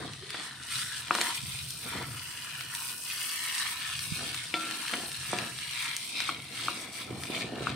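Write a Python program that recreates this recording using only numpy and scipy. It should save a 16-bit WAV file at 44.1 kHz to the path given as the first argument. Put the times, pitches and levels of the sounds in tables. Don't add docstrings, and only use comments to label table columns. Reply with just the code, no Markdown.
import sys
import numpy as np
from scipy import signal
from scipy.fft import rfft, irfft
from scipy.io import wavfile

SR = 44100
rng = np.random.default_rng(int(sys.argv[2]) if len(sys.argv) > 2 else 0)


def put_to_file(sound):
    columns = np.atleast_2d(sound).T
    safe = np.clip(columns, -1, 1)
    whole_steps = np.round(safe * 32767)
    wavfile.write(sys.argv[1], SR, whole_steps.astype(np.int16))


N = 341775

# t/s, level/dB, contact f/Hz, bandwidth/Hz, thud/dB, ring/dB, step per rebound/dB
KNOCKS = [(0.345, -27, 1700, 2580, -33.5, -53, 0), (1.1093, -9, 1260, 870, -25, -48, -41),
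          (1.1514, -17, 1330, 1220, -27.5, -68, -33), (1.1867, -20, 1310, 1490, -30, -69, -16),
          (1.2139, -16.5, 1700, 3440, -29.5, -72, -30), (4.5412, -14.5, 2480, 1650, -25, -32.5, -11),
          (4.9368, -18, 1900, 3000, -29, -48, -1), (5.332, -19, 730, 1480, -22.5, -45.5, -19),
          (6.2920, -18.5, 1204, 510, -35, -54, -4), (6.6844, -16, 1244, 640, -32, -60, -19),
          (7.671, -15.5, 1310, 780, -39, -57, -17)]
# f/Hz, level/dB, T60/s
DAMPED_MODES = [(220, -32, 0.092), (351, -10, 0.087), (490, -7.5, 0.045), (571, -18.5, 0.31),
                (721, -14.5, 0.18), (967, -12, 0.1)]
# f/Hz, level/dB
STEREO_WIDTH = [(60, -11), (130, -16), (260, -12), (600, -5), (1200, -7.5), (2200, -5), (4000, -2),
                (8500, -1.5), (13000, -0.5)]


def from_db(db):
    return 10 ** (np.asarray(db) / 20)


def unit_rms(x):
    return x / np.sqrt(np.mean(x ** 2) + 1e-20)


def curves(rows):
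    times, *columns = np.transpose(rows)
    return [np.interp(np.arange(N) / SR, times, column) for column in columns]


def swells(events, attack_s, release_s, rest_db):
    t = np.arange(0, N, 40) / SR
    power = np.zeros(len(t))
    for s, length_s, db in events:
        time_constants = np.maximum(s - t, 0) / attack_s + np.maximum(t - s - length_s, 0) / release_s
        power += (from_db(db) * np.exp(-time_constants)) ** 2
    return 10 * np.log10(np.interp(np.arange(N) / SR, t, power) + from_db(rest_db) ** 2)


def drift(rate_hz):
    step = 40
    pole = np.exp(-2 * np.pi * rate_hz * step / SR)
    slow = signal.lfilter([1], [1, -2 * pole, pole * pole], rng.standard_normal(N // step + 2002))[2000:]
    return np.interp(np.arange(N) / step, np.arange(len(slow)), unit_rms(slow))


def add(out, start_s, sound):
    at = round(start_s * SR)
    out[..., at:at + sound.shape[-1]] += sound[..., :N - at]


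def panned(left_db):
    return from_db(np.array([[.5], [-.5]]) * left_db)


def delayed(x, delay_s):
    t = np.arange(N) / SR
    return np.array([np.interp(t - delay_s, t, channel) for channel in x])


def band(x, low_hz, high_hz):
    return signal.sosfilt(signal.butter(2, [low_hz, high_hz], "band", fs=SR, output="sos"), x + 1e-18)


def colour(x, spectrum):
    size = 4096
    hz, db = np.transpose(spectrum)
    bins_hz = np.maximum(np.fft.rfftfreq(size, 1 / SR), 1)
    gain = from_db(np.interp(np.log(bins_hz), np.log(hz), db))
    cepstrum = irfft(np.log(gain))
    cepstrum[1:size // 2] *= 2
    cepstrum[size // 2 + 1:] = 0
    response = irfft(np.exp(rfft(cepstrum)))
    return signal.oaconvolve(x, response[None], axes=-1)[:, :N]


def peak(x, hz, width_hz, db):
    return x + (from_db(db) - 1) * signal.lfilter(*signal.iirpeak(hz, hz / width_hz, fs=SR), x)


def moving_peak(x, hz, width_hz, db):
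    resonant, state, block = np.zeros_like(x), np.zeros((2, 2)), 512
    for i in range(0, N, block):
        b, a = signal.iirpeak(hz[i], hz[i] / width_hz, fs=SR)
        resonant[:, i:i + block], state = signal.lfilter(b, a, x[:, i:i + block], zi=state)
    return x + (from_db(db) - 1) * resonant


def ring(x, hz, t60_s):
    radius, angle = from_db(-60 / (t60_s * SR)), 2 * np.pi * hz / SR
    return signal.lfilter([0, np.sin(angle)], [1, -2 * radius * np.cos(angle), radius ** 2], x + 1e-18)


def struck(impulses, modes):
    ringing = sum(from_db(db) * ring(impulses, hz, t60_s) for hz, db, t60_s in modes)
    return band(ringing, 200, 16000)


def contact(hz, width_hz):
    t, rise_s = np.arange(SR // 20) / SR, 3 / (np.pi * width_hz)
    envelope = (t / rise_s * np.exp(1 - t / rise_s)) ** 3
    return envelope * np.sin(2 * np.pi * hz * (t - rise_s)), rise_s


def grains(per_s, spread_db):
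    chance, size, direction = rng.random((3, N))
    at = np.flatnonzero(chance < per_s / SR)
    height = from_db(spread_db * np.minimum(-np.log(1 - size[at]), 4.3))
    angle = 2 * np.pi * direction[at]
    out = np.zeros((2, N))
    out[:, at] = height * [np.cos(angle), np.sin(angle)]
    return unit_rms(out)


def stereo(mid, side):
    return mid + colour(side[None], STEREO_WIDTH) * [[1], [-1]]


def texture(spectrum, edges_hz, per_s, spread_db, snap_db, hiss_db, patchy_db):
    noise = from_db(snap_db) * grains(per_s, spread_db) + from_db(hiss_db) * rng.standard_normal((2, N))
    for low, high in zip(edges_hz, edges_hz[1:]):
        noise += band(grains(per_s, spread_db), low, high) * from_db(patchy_db * drift(9.5))
    mid, side = colour(noise, spectrum)
    return stereo(mid, side) / np.std(mid)


def kitchen(x, t60_s):
    t = np.arange(SR // 2) / SR
    decay = from_db(-60 * t / t60_s) + 2 * from_db(-60 * t / .04)
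    echoes = rng.standard_normal((2, len(t))) * decay * (t > .0015)
    echoes /= np.sqrt(np.sum(echoes ** 2, axis=1, keepdims=True))
    mid, side = signal.oaconvolve(x, echoes, axes=-1)[:, :N]
    return stereo(mid, side)


def burner_rumble():
    # t/s, level/dB
    envelope = [(0.0, -44), (0.08, -44), (0.39, -61), (0.78, -53), (1.29, -58), (1.49, -42.5), (1.79, -52),
                (2.11, -42.5), (2.22, -53.5), (3.58, -65), (4.1, -45), (4.83, -61.5), (5.42, -47.5),
                (6.17, -63), (6.37, -50.5), (7.02, -61), (7.1, -44), (7.42, -53), (7.64, -45), (7.75, -40)]
    # f/Hz, relative level/dB
    spectrum = [(20, -53), (45, -27), (65, -11.5), (85, -4), (105, -4.5), (126, 4), (160, -5.5), (210, -18),
                (400, -58), (1000, -52)]
    level_db, = curves(envelope)
    return from_db(level_db) * texture(spectrum, np.geomspace(50, 300, 3), per_s=770,
                                       spread_db=3.5, snap_db=-8, hiss_db=4, patchy_db=3.5)


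def air_puffs():
    # t/s, level/dB, f/Hz, left minus right/dB
    puffs = [(1.437, -41.5, 141, -27), (4.123, -35.5, 141, -29.5)]
    out = np.zeros((2, N))
    for s, db, hz, left_db in puffs:
        pulse, rise_s = contact(hz, 1.4 * hz)
        add(out, s - rise_s, from_db(db) * panned(left_db) * pulse)
    return band(out, 60, 600)


def grate_bumps(width_hz, thud_db):
    # t/s, level/dB, f/Hz
    bumps = [(7.108, -28, 392), (7.151, -32, 203), (7.301, -24.5, 280), (7.445, -26, 260),
             (7.559, -35, 240), (7.58, -27.5, 377), (7.608, -25.5, 400), (7.624, -28, 150), (7.7, -24, 170)]
    blunt, impulses = np.zeros((2, N))
    for s, db, hz in bumps:
        pulse, rise_s = contact(hz, width_hz)
        add(blunt, s - rise_s, from_db(db) * pulse)
        add(impulses, s, from_db([db + thud_db]))
    return band(blunt, 90, 700) + struck(impulses, DAMPED_MODES)


def blade_groan(start_s, length_s, hz, width_hz, db):
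    out, size = np.zeros(N), int(length_s * SR)
    tone = band(rng.standard_normal(N), hz - width_hz / 2, hz + width_hz / 2)[-size:]
    add(out, start_s, from_db(db) * signal.windows.tukey(size) * unit_rms(tone))
    return out


def blade_drag():
    # t/s, length/s, level/dB
    drags = [(0.0, 0.016, -39.5), (.37, 0.033, -49.5), (1.13, 0.075, -43.5), (1.86, 0.016, -47.5),
             (1.96, 0.056, -42), (4.21, 0.033, -44), (4.57, 0.2, -50), (4.95, 0.066, -43),
             (5.34, 0.056, -40), (6.05, 0.2, -57), (6.3, 0.054, -48), (6.5, 0.49, -51.5),
             (7.08, 0.1, -43.5), (7.3, 0.19, -42.5), (7.52, 0.15, -39), (7.71, 0.033, -45)]
    # f/Hz, relative level/dB
    spectrum = [(40, -20), (100, -15), (180, 10), (240, 12), (330, 10), (400, 5), (465, 6.5), (590, -0.5),
                (700, 8), (900, -4), (1500, -7), (3000, -41.5)]
    level_db = swells(drags, attack_s=.028, release_s=.069, rest_db=-61.5)
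    return from_db(level_db) * texture(spectrum, np.geomspace(150, 1200, 5), per_s=420,
                                       spread_db=3, snap_db=.5, hiss_db=-7, patchy_db=3)


def wok_ring():
    # f/Hz, level/dB, T60/s
    free_modes = [(320, -7.5, .95), (684, -11, .35), (1358, 1, .88), (1815, -13, .3), (2309, 7, .045),
                  (3095, 1, .035), (3483, 5, .062), (4140, -8, .12)]
    impulses = np.zeros(N)
    for s, *_, ring_db, _ in KNOCKS:
        add(impulses, s, from_db([ring_db]))
    return struck(impulses, free_modes)


def spatula_knocks(overtone_db, hardening):
    first_gap_s, gap_growth = .0014, 1.35
    clacks, impulses = np.zeros((2, N))
    hardest_db = max(row[1] for row in KNOCKS)
    for s, db, hz, width_hz, thud_db, _, rebound_db in KNOCKS:
        upper_db = db + overtone_db + hardening * (db - hardest_db)
        for mode_hz, mode_db in (hz, db), (2 * hz, upper_db):
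            clack, rise_s = contact(mode_hz, width_hz)
            for bounce in range(4):
                start_s = s - rise_s + first_gap_s * bounce ** gap_growth
                add(clacks, start_s, from_db(mode_db + bounce * rebound_db) * clack)
        add(impulses, s, from_db([thud_db]))
    return (clacks + struck(impulses, DAMPED_MODES)) * panned(left_db=1)


def sharp_ticks(scatter_db):
    # t/s, level/dB, brightness/dB
    ticks = [(0.1351, -24.5, -4), (0.3052, -18.5, -1.5), (0.7921, -19, 3), (1.0824, -21.5, -4),
             (1.1508, -11, 1), (1.2131, -7, 0), (1.706, -18.5, 5), (2.609, -19, -4), (2.7506, -17.5, 1),
             (3.5499, -15.5, 2), (3.9919, -16, -.5), (4.345, -15.5, -2), (4.7108, -16, -2.5),
             (4.881, -16.5, -2), (5.1173, -20.5, 0), (5.3872, -15.5, -5), (5.5877, -19, -4),
             (5.9658, -14, 4), (6.2038, -12, -4), (7.236, -19, -2.5)]
    # f/Hz, level/dB
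    spectrum = [(300, -30), (850, -7), (1600, 7.5), (3000, 10), (4800, 9.5), (6900, 3), (8800, 7.5),
                (11000, -4), (16000, -9)]
    out, t = np.zeros((2, N)), np.arange(SR // 100) / SR
    tail = from_db(-13.8) * np.exp(-t / .0018)
    for s, db, tilt_db in ticks:
        tick = tail * .7 * (rng.standard_normal(len(t)) + rng.standard_normal((2, len(t))))
        tick[:, 0] = from_db(-3.5)
        tick = colour(tick, [(1000, -2 * tilt_db), (4000, 0), (9000, 1.2 * tilt_db)])
        add(out, s, from_db(db) * panned(scatter_db * rng.standard_normal()) * tick)
    return colour(out, spectrum)


def bowl_echoes(x, gap_db, wall_db, sway_s):
    gap_s = .00075 + .00013 * drift(1.6)
    x = x + from_db(gap_db) * delayed(x, gap_s)
    walls_s = .0019, .0028, .0041, .0067
    return x + from_db(wall_db) * sum(delayed(x, delay_s + sway_s * drift(.53)) for delay_s in walls_s)


def hollow(x):
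    # t/s, f/Hz, level/dB, level of the upper resonance/dB
    cavity = [(0, 1760, -3, -4), (.45, 1780, 6.5, -1), (.65, 1330, 10, 0), (1.05, 1640, 5.5, 0.5),
              (1.5, 1690, -6, 0.5), (1.95, 1840, -4, -2), (2.25, 1820, 3, 10), (2.6, 1690, 5.5, 3.5),
              (2.8, 1730, -8, 2), (3.25, 1760, 2, 7), (3.62, 2100, 4, 0.5), (3.9, 2400, 7, -1),
              (5.15, 1860, 4.5, 1), (5.7, 2190, 7, -0.5), (6.15, 2340, 12, -4.5), (6.7, 2180, 8.5, -0.5),
              (7.75, 2340, 2.5, 0)]
    # t/s, f/Hz, level/dB
    blade_null = [(0, 1970, 0.5), (1.5, 2330, -3.5), (1.95, 2240, 8.5), (2.3, 2420, -14), (2.7, 1970, -6),
                  (3.25, 2390, -17), (3.6, 2480, 1), (3.8, 1960, -2), (4.15, 1970, -10), (5.55, 2040, -3),
                  (5.82, 1880, 3), (6.1, 1790, -11), (7.75, 1730, -0.5)]
    # f/Hz, bandwidth/Hz, level/dB
    bowl_peaks = [(952, 39, 6), (1300, 73, 5)]
    cavity_hz, cavity_db, upper_db = curves(cavity)
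    null_hz, null_db = curves(blade_null)
    waver = 1 + .025 * drift(3)
    x = moving_peak(x, cavity_hz * waver, width_hz=290, db=cavity_db)
    x = moving_peak(x, null_hz, width_hz=270, db=null_db)
    x = peak(x, hz=2940, width_hz=100, db=upper_db)
    x = peak(x, hz=3710, width_hz=1160, db=-1.88 * upper_db)
    for hz, width_hz, db in bowl_peaks:
        x = peak(x, hz, width_hz, db + 2.2 * drift(2))
    return x


def stirring():
    # t/s, length/s, crackle/dB, rub/dB, flare of the sizzle/dB
    strokes = [(0.0, 0.03, -73, -43, -67), (0.347, 0.13, -46.5, -49, -49),
               (0.732, 0.091, -39.5, -50, -39.5), (0.926, 0.073, -44, -52.5, -44.5),
               (1.163, 0.09, -37, -41, -40.5), (1.29, 0.068, -39, -45.5, -43.5),
               (1.505, 0.091, -42.5, -53, -53), (1.904, 0.13, -45.5, -44.5, -70),
               (2.168, 0.48, -43.5, -53, -48.5), (2.739, 0.18, -44.5, -46, -42),
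               (3.1, 0.4, -38.6, -48, -42.5), (3.56, 0.16, -39.5, -44.5, -41), (3.8, 0.14, -43, -45, -50),
               (4, 0.062, -47.5, -52, -51), (4.164, 0.27, -43.5, -50.5, -52),
               (4.566, 0.39, -42, -47.5, -46.5), (4.947, 0.1, -44.5, -50, -45),
               (5.145, 0.16, -43.5, -55, -48.5), (5.32, 0.15, -43.5, -45.5, -66),
               (5.618, 0.19, -43, -55.5, -62), (5.806, 0.099, -42.5, -44, -46.5),
               (6.196, 0.093, -46.5, -47.5, -46), (6.585, 0.12, -44.5, -49, -43),
               (6.758, 0.09, -50, -49.5, -47.5), (6.98, 0.041, -46.5, -50, -43),
               (7.225, 0.051, -64, -54.5, -46.5), (7.346, 0.064, -39.5, -46.5, -47.5),
               (7.649, 0.039, -41.5, -45.5, -54)]
    # t/s, level/dB
    simmer = [(0, -52), (.6, -53.5), (.85, -39.5), (1.07, -52.5), (1.35, -46), (1.75, -43.5), (2.1, -49),
              (2.67, -59), (2.9, -43), (3.45, -42.5), (3.8, -46.5), (4.15, -40), (4.55, -47.5),
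              (5.1, -44.5), (5.6, -46), (6.05, -44.5), (6.38, -54), (7.75, -58.5)]
    s, length_s, rice_db, rub_db, flare_db = np.transpose(strokes)
    simmer_db, = curves(simmer)
    return (swells(zip(s, length_s, flare_db), attack_s=.064, release_s=.029, rest_db=simmer_db),
            swells(zip(s, length_s, rice_db), attack_s=.063, release_s=.057, rest_db=-54),
            swells(zip(s, length_s, rub_db), attack_s=.063, release_s=.057, rest_db=-59.5))


def blade_rub(level_db):
    # f/Hz, relative level/dB
    spectrum = [(450, -29.5), (800, 3), (1020, 5.5), (1300, 8), (1550, 9), (1830, 16.5), (2200, -0.5),
                (3200, -24)]
    return from_db(level_db) * texture(spectrum, np.geomspace(700, 2800, 4), per_s=1300,
                                       spread_db=4, snap_db=-8, hiss_db=-4, patchy_db=2.5)


def stirred_rice(level_db):
    # f/Hz, relative level/dB
    spectrum = [(700, -38.5), (1400, -16), (2200, 3), (3100, 4.5), (4200, 3.5), (5400, -8), (6600, -10),
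                (9000, -8.5), (15000, -93)]
    return from_db(level_db) * texture(spectrum, np.geomspace(1200, 9000, 5), per_s=2300,
                                       spread_db=5.7, snap_db=0, hiss_db=-3.5, patchy_db=1.7)


def sizzle(level_db):
    # f/Hz, relative level/dB
    spectrum = [(500, -15), (1100, -21), (2500, -1.5), (4500, 5.5), (5600, 6.5), (6900, -1), (7700, 4.5),
                (8600, 11.5), (9500, 9.5), (10800, 2), (13000, 2.5), (15500, -3)]
    # t/s, level/dB
    treble_gain = [(0, -18), (.8, -8), (1.6, -2.5), (3.3, 1), (4.3, -7), (7.75, -4.5)]
    steam = texture(spectrum, np.geomspace(1000, 16000, 6), per_s=2000,
                    spread_db=3.5, snap_db=1, hiss_db=-8, patchy_db=3.5)
    treble_db, = curves(treble_gain)
    treble = signal.sosfiltfilt(signal.butter(4, 10500, "high", fs=SR, output="sos"), steam)
    return from_db(level_db) * (steam + (from_db(treble_db) - 1) * treble)


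def scene():
    sizzle_db, rice_db, rub_db = stirring()
    judder_db = .4 * drift(25)
    frying = sizzle(sizzle_db) + stirred_rice(rice_db + judder_db) + blade_rub(rub_db + judder_db)
    frying = bowl_echoes(hollow(frying), gap_db=-11.5, wall_db=-14, sway_s=.0001)
    scraping = blade_drag() + blade_groan(start_s=.19, length_s=.16, hz=390, width_hz=70, db=-53)
    transients = spatula_knocks(overtone_db=-11, hardening=.24) + sharp_ticks(scatter_db=1.5)
    room = from_db(-9.5) * kitchen(transients, t60_s=.4)
    background = burner_rumble() + air_puffs() + grate_bumps(width_hz=430, thud_db=-12)
    return background + room + scraping + wok_ring() + transients + frying


def record(dry):
    # f/Hz, left minus right/dB
    imbalance = [(60, 1.5), (160, -0.5), (450, -1.5), (740, 0), (1220, 2.5), (2010, 1.5), (3330, 0.6),
                 (5500, 3.5), (9080, -0.4), (15000, -4)]
    left = colour(dry[:1], [(hz, db / 2) for hz, db in imbalance])
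    right = colour(dry[1:], [(hz, -db / 2) for hz, db in imbalance])
    low_pass = signal.ellip(12, .1, 80, 15750, fs=SR, output="sos")
    return signal.sosfilt(low_pass, np.vstack([left, right]))


dry = scene()
out = record(dry)
put_to_file(out)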